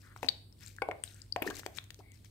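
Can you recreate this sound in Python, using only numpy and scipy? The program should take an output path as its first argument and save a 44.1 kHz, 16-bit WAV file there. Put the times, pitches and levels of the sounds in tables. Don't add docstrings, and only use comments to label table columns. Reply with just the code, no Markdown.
import sys
import numpy as np
from scipy import signal
from scipy.fft import rfft, irfft
from scipy.io import wavfile

SR = 44100
rng = np.random.default_rng(int(sys.argv[2]) if len(sys.argv) > 2 else 0)


def waveform_to_disk(signal):
    frames = np.transpose(np.atleast_2d(signal))
    scaled = np.clip(frames, -1, 1) * 32767
    samples = np.round(scaled).astype(np.int16)
    wavfile.write(sys.argv[1], SR, samples)


N = 101429

# frequency_hz, gain_db
BACKGROUND_TONE = [(31, -30.5), (41, -0.5), (53, 2), (68, 0), (110, 2), (180, -9), (330, -13.5), (640, -28),
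                   (1300, -35.5), (2200, -39.5), (4500, -30), (6300, -50), (8200, -30), (10500, -37),
                   (15500, -37.5)]
# peak_s, rise_s, fade_s, level_db
SPURTS = [(.01, 0.0081, 0.59, -60.5), (.165, 0.0084, 0.26, -56.5), (0.23, 0.0041, 0.18, -44.5),
          (0.63, 0.023, 0.28, -51.5), (0.673, 0.014, 0.25, -49), (1.041, 0.0028, 0.65, -52),
          (1.18, 0.15, 0.4, -63.5), (1.47, 0.014, 0.19, -45), (1.556, 0.014, 0.26, -46),
          (1.59, 0.026, 0.05, -44), (1.658, 0.011, 0.091, -53.5), (1.775, .014, 0.054, -41.5),
          (1.992, 0.0048, 0.065, -55), (2.139, 0.0035, 0.4, -61), (2.246, 0.0023, 0.18, -56.5)]
# frequency_hz, gain_db
SPRAY_TONE = [(200, 13), (800, -20), (1600, 5), (3000, -1), (5000, 3), (8000, 2), (10500, -6.5), (13000, 0),
              (16000, -9)]
# start_s, length_s, middle_hz, width_hz, level_db
AIR_HISSES = [(0.01, 0.15, 1570, 635, -59.5), (0.605, 0.051, 1890, 890, -59),
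              (1.034, 0.24, 1620, 420, -68.5), (2.01, 0.15, 2145, 194, -62.5)]
# start_s, pitch_hz, level_db, fade_s
BUBBLES = [ (0.1622, 1200, -18.5, 0.003), (0.23, 864, -11, 0.006), (0.2304, 507, -27.5, 0.034),
           (0.232, 2560, -26, 0.016), (.2860, 3790, -3.5, 0.0075), (0.2890, 4435, -3.5, 0.013),
           (0.2868, 2920, -21.5, 0.011), (.2440, 262, -37, 0.059), (0.7848, 1645, -26.5, 0.013),
           (0.8202, 507, -26, 0.041), (0.8218, 2192, -19, 0.022), (0.821, 1510, -18, 0.011),
           (0.8194, 1100, -21, 0.016), (.8254, 795, -26.5, 0.048), (0.8216, 9640, -27.5, 0.0046),
           (0.8195, 4670, -23.5, 0.0057), (0.8878, 680, -11, 0.012), (.8940, 420, -27.5, 0.026),
           (0.912, 2140, -30, 0.043), (0.9184, 1010, -16, 0.0037), (1.0376, 8680, -4.5, 0.0031),
           (1.2175, 4860, -23.5, 0.0049), (1.2196, 7250, -20, 0.0023), (1.324, 4710, -11, 0.0094),
           (1.3611, 933, -15, 0.009), (1.3655, 691, -22, 0.036), (1.4208, 307, -19.5, 0.02),
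           (1.4234, 2510, -9, 0.0054), (1.4647, 392, -23.5, 0.031), (1.4750, 1782, -19, 0.019),
           (1.4750, 244, -28.5, 0.02), (1.4854, 270, -26.5, 0.027), (1.4902, 386, -30, 0.044),
           (1.506, 1595, -34, 0.068), (1.5082, 1173, -33, 0.033), (1.6334, 1520, -17.5, 0.0022),
           (1.6630, 431, -28, 0.018), (1.786, 3580, -6, 0.0029), (1.7852, 2160, -30, 0.0046),
           (1.990, 394, -44, 0.039)]
# start_s, thud_db, snap_db, spit_db, spit_fade_s
POPS = [ (0.1631, -49, -39, -47, 0.011), (0.2298, -35.5, -20.5, -30.5, 0.0068),
        (0.2455, -32, -29, -36, 0.0065), (.2860, -34.5, -23, -20, 0.0071), (0.8202, -21, -19.5, -45, 0.032),
        (.8870, -40.5, -49.5, -44.5, 0.015), (0.9128, -45, -23.5, -45.5, 0.019),
        (1.0377, -54, -32.5, -18.5, 0.0046), (1.3618, -21.5, -19, -29.5, 0.0093),
        (1.4208, -24.5, -22.5, -44, 0.068), (1.4275, -29, -24, -41, 0.013),
        (1.5010, -33.5, -40, -34, 0.029), (1.594, -41, -35, -34.5, 0.03),
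        (1.6630, -24.5, -23, -30.5, 0.012), (1.7848, -48, -23.5, -45, 0.0047),
        (1.905, -58, -65, -38.5, 0.016)]
# frequency_hz, gain_db
SPIT_TONE = [(200, -13.5), (1200, -23), (3000, 9), (5500, 0.5), (8000, 2.5), (10500, -11), (13000, 2),
             (16000, -20.5)]
# start_s, level_db
CRACKLES = [(0.232, -32.5), (.2642, -31), (0.6082, -37), (.7645, -33.5), (1.3238, -32.5), (1.4672, -31),
            (1.5088, -29.5), (1.553, -35), (1.5681, -25.5), (1.5918, -32), (1.6632, -23), (1.7705, -31),
            (1.841, -37.5), (1.9053, -30), (1.9445, -37.5), (2.1188, -38.5), (2.2472, -36)]
# frequency_hz, gain_db
CRACKLE_TONE = [(700, -19.5), (2000, -2), (8000, -2), (10500, -9), (14500, -7)]
# start_s, level_db, fade_s
SIZZLES = [(0.2332, -40, 0.0045), (1.4218, -30.5, 0.014), (1.43, -59.5, 0.39), (1.4665, -45, 0.038),
           (1.591, -43.5, 0.029)]
# start_s, pitch_hz, level_db
TICKS = [(.526, 5270, -45), (.637, 5300, -39), (0.6628, 7300, -31), (0.681, 7640, -36.5),
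         (1.077, 3880, -37), (1.145, 7900, -37.5)]
# start_s, start_pitch_hz, level_db
CHIRPS = [(1.432, 467, -41.5), (1.993, 481, -52)]
# delay_s, gain_db
ECHOES = [(.0021, -14), (.0062, -26.5)]
# frequency_hz, gain_db
ROOM_TONE = [(100, -16), (330, -3), (550, -6.5), (780, -9.5), (1400, -13), (2300, -14.5), (3900, -18),
             (4600, -24), (5600, -13.5), (8700, -19), (13000, -12.5)]
# frequency_hz, gain_db
RIGHT_TONE = [(100, -37.5), (300, 0), (600, -7), (1000, -6.5), (2000, -7), (4000, -23), (8500, -16),
              (13000, -10)]

ATTACK_S, TOP_HZ = 0.00064, 15600


def undb(db):
    return 10 ** (np.asarray(db) / 20)


def unit(x):
    return x / np.sqrt(np.mean(x ** 2))


def tone(x, points):
    hz, db = np.array(points, float).T
    size = x.shape[-1] + 4096
    bin_hz = np.arange(size // 2 + 1) * SR / size
    gain = undb(np.interp(np.log(bin_hz + 1), np.log(hz), db))
    return irfft(rfft(x, size) * gain, size)[..., :x.shape[-1]]


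def let_through(x, hz, part="low", order=2):
    return signal.sosfilt(signal.butter(order, hz, part, fs=SR, output="sos"), x)


def fade(t, fade_s):
    return np.exp(-np.log(1000) * t / max(fade_s, 1e-4))


def add(out, start_s, x):
    i = max(int(start_s * SR), 0)
    out[i:i + len(x)] += x[:max(N - i, 0)]


def late(x, delay_s):
    return np.interp(np.arange(N) - round(delay_s * SR), np.arange(N), x, left=0)


def ring(t, hz, cycles):
    return np.sin(2 * np.pi * hz * t) * fade(t, cycles / hz)


def spread(pair):
    side = let_through(pair[1], hz=430, part="high", order=1)
    return np.array([pair[0] + side, pair[0] - side]) / np.sqrt(2)


def background(hum_hz=99.1):
    t = np.arange(N) / SR
    waver = np.interp(t * 10, np.arange(64), rng.standard_normal(64))
    hum = np.sqrt(2) * np.sin(2 * np.pi * hum_hz * t) * (1 + 0.154 * waver)
    rumble = unit(spread(tone(rng.standard_normal((2, N)), BACKGROUND_TONE)))
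    return undb(-59) * rumble + undb(-58) * hum


def droplets(drops_per_s=1400, middle_hz=5020, spread_octaves=1.3):
    notes, clicks, t = np.zeros(N), np.zeros(N), np.arange(SR // 80) / SR
    for when, pitch, size in rng.random((int(drops_per_s * N / SR), 3)):
        hz = min(middle_hz * 2 ** (spread_octaves * (2 * pitch - 1)), TOP_HZ)
        gain = undb(-4 * np.log(size + .02))
        note = ring(t, hz, cycles=18) * (1 - np.exp(-t * hz / 2))
        add(notes, when * N / SR, gain * np.sqrt(hz) * note)
        clicks[int(when * N)] += gain
    return unit(unit(notes) + .6 * unit(clicks * rng.choice([-1, 1], N)))


def spray():
    power, t = np.zeros(N), np.arange(N) / SR
    for peak_s, rise_s, fade_s, db in SPURTS:
        swell = np.exp(np.minimum(t - peak_s, 0) / rise_s)
        power += (undb(db) * swell * fade(np.maximum(t - peak_s, 0), fade_s)) ** 2
    drops = droplets()
    mist = 0.7 * rng.standard_normal((2, N))
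    return np.sqrt(power) * unit(tone(drops + mist, SPRAY_TONE))


def air():
    out = np.zeros(N)
    for start_s, length_s, hz, width_hz, db in AIR_HISSES:
        n = int(length_s * SR)
        hiss = unit(let_through(rng.standard_normal(N), [hz - width_hz / 2, hz + width_hz / 2], "band"))
        add(out, start_s, undb(db) * hiss[:n] * signal.windows.tukey(n, .5))
    return out


def wobble(t):
    return unit(let_through(rng.standard_normal(len(t)), hz=300))


def rising_note(t, start_hz, octaves_per_s):
    hz = start_hz * 2 ** (octaves_per_s * t) * (1 + .01 * wobble(t))
    return np.sin(2 * np.pi * np.cumsum(hz) / SR)


def bubbles():
    out, t = np.zeros(N), np.arange(SR // 12) / SR
    attack = 1 - np.exp(-t / ATTACK_S)
    for start_s, hz, db, fade_s in BUBBLES:
        add(out, start_s, -undb(db) * rising_note(t, hz, octaves_per_s=2.26) * attack * fade(t, fade_s))
    return out


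def knock(hz, width_hz):
    t = np.arange(SR // 50) / SR
    shake = np.gradient(np.sin(2 * np.pi * hz * t) * t ** 2 * np.exp(-2 * np.pi * width_hz * t))
    return shake / np.abs(shake).max()


def pops():
    out, t = np.zeros(N), np.arange(SR // 20) / SR
    thud = knock(hz=531, width_hz=416)
    snap = let_through(knock(hz=1635, width_hz=1400), hz=3230, order=6)
    attack = 1 - np.exp(-t / ATTACK_S)
    for start_s, thud_db, snap_db, spit_db, fade_s in POPS:
        add(out, start_s, -undb(thud_db) * thud - undb(snap_db) * snap)
        spit = unit(tone(rng.standard_normal(len(t)), SPIT_TONE))
        add(out, start_s, undb(spit_db) * spit * attack * fade(t, fade_s))
    return out


def crackles():
    out, t = np.zeros(N), np.arange(SR // 100) / SR
    for start_s, db in CRACKLES:
        add(out, start_s, undb(db) * rng.standard_normal(len(t)) * fade(t, fade_s=.005))
    return tone(out, CRACKLE_TONE)


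def sizzle(band_hz=(11300, 14700)):
    out, t = np.zeros(N), np.arange(SR // 4) / SR
    for start_s, db, fade_s in SIZZLES:
        hiss = unit(let_through(rng.laplace(size=len(t)), band_hz, "band"))
        add(out, start_s, undb(db) * hiss * fade(t, fade_s))
    return out


def ticks():
    out, t = np.zeros(N), np.arange(SR // 80) / SR
    for start_s, hz, db in TICKS:
        add(out, start_s, undb(db) * ring(t, hz, cycles=45))
    return out


def chirps(length_s=0.021):
    out, t = np.zeros(N), np.arange(length_s * SR) / SR
    swell = np.sin(np.pi * t / length_s)
    for start_s, hz, db in CHIRPS:
        note = rising_note(t, hz, octaves_per_s=74.6)
        add(out, start_s, undb(db) * note * swell * (1 + .5 * wobble(t)))
    return out


def gurgle(start_s=1.452, length_s=.065, count=14, low_hz=510, high_hz=3040):
    out, t = np.zeros(N), np.arange(SR // 40) / SR
    for k, (when, pitch, strength) in enumerate(rng.random((count, 3))):
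        hz = low_hz * (high_hz / low_hz) ** pitch
        note = ring(t, hz, cycles=11.8) * (1 - np.exp(-t / ATTACK_S))
        add(out, start_s + length_s * (k + when) / count, undb(-28.5) * strength * note)
    return out


def kitchen(x, split_hz=2500, build_s=0.006):
    t = np.arange(int(SR * .7)) / SR
    low = let_through(rng.standard_normal((2, len(t))), split_hz) * fade(t, fade_s=0.37)
    high = let_through(rng.standard_normal((2, len(t))), split_hz, "high") * fade(t, fade_s=0.39)
    tail = (low + high) * (1 - np.exp(-(t / build_s) ** 2))
    tail = spread(unit(tail) / np.sqrt(len(t)))
    return tone(signal.fftconvolve(x[None], tail, axes=1)[:, :N], ROOM_TONE)


def scene():
    sputter = bubbles() + chirps() + gurgle() + pops() + crackles() + ticks() + air()
    spray_left, spray_right = spray()
    near = sputter + sum(undb(db) * late(sputter, delay_s) for delay_s, db in ECHOES)
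    far = tone(late(near, delay_s=.00011), RIGHT_TONE)
    direct = np.array([near + spray_left, far + undb(-11.5) * spray_right])
    room = kitchen(sputter + spray_left)
    froth = np.array([sizzle(), sizzle()])
    return direct + room + froth + background()


def record(dry):
    return signal.sosfilt(signal.ellip(8, .2, 70, TOP_HZ, fs=SR, output="sos"), dry)


dry = scene()
out = record(dry)
waveform_to_disk(out)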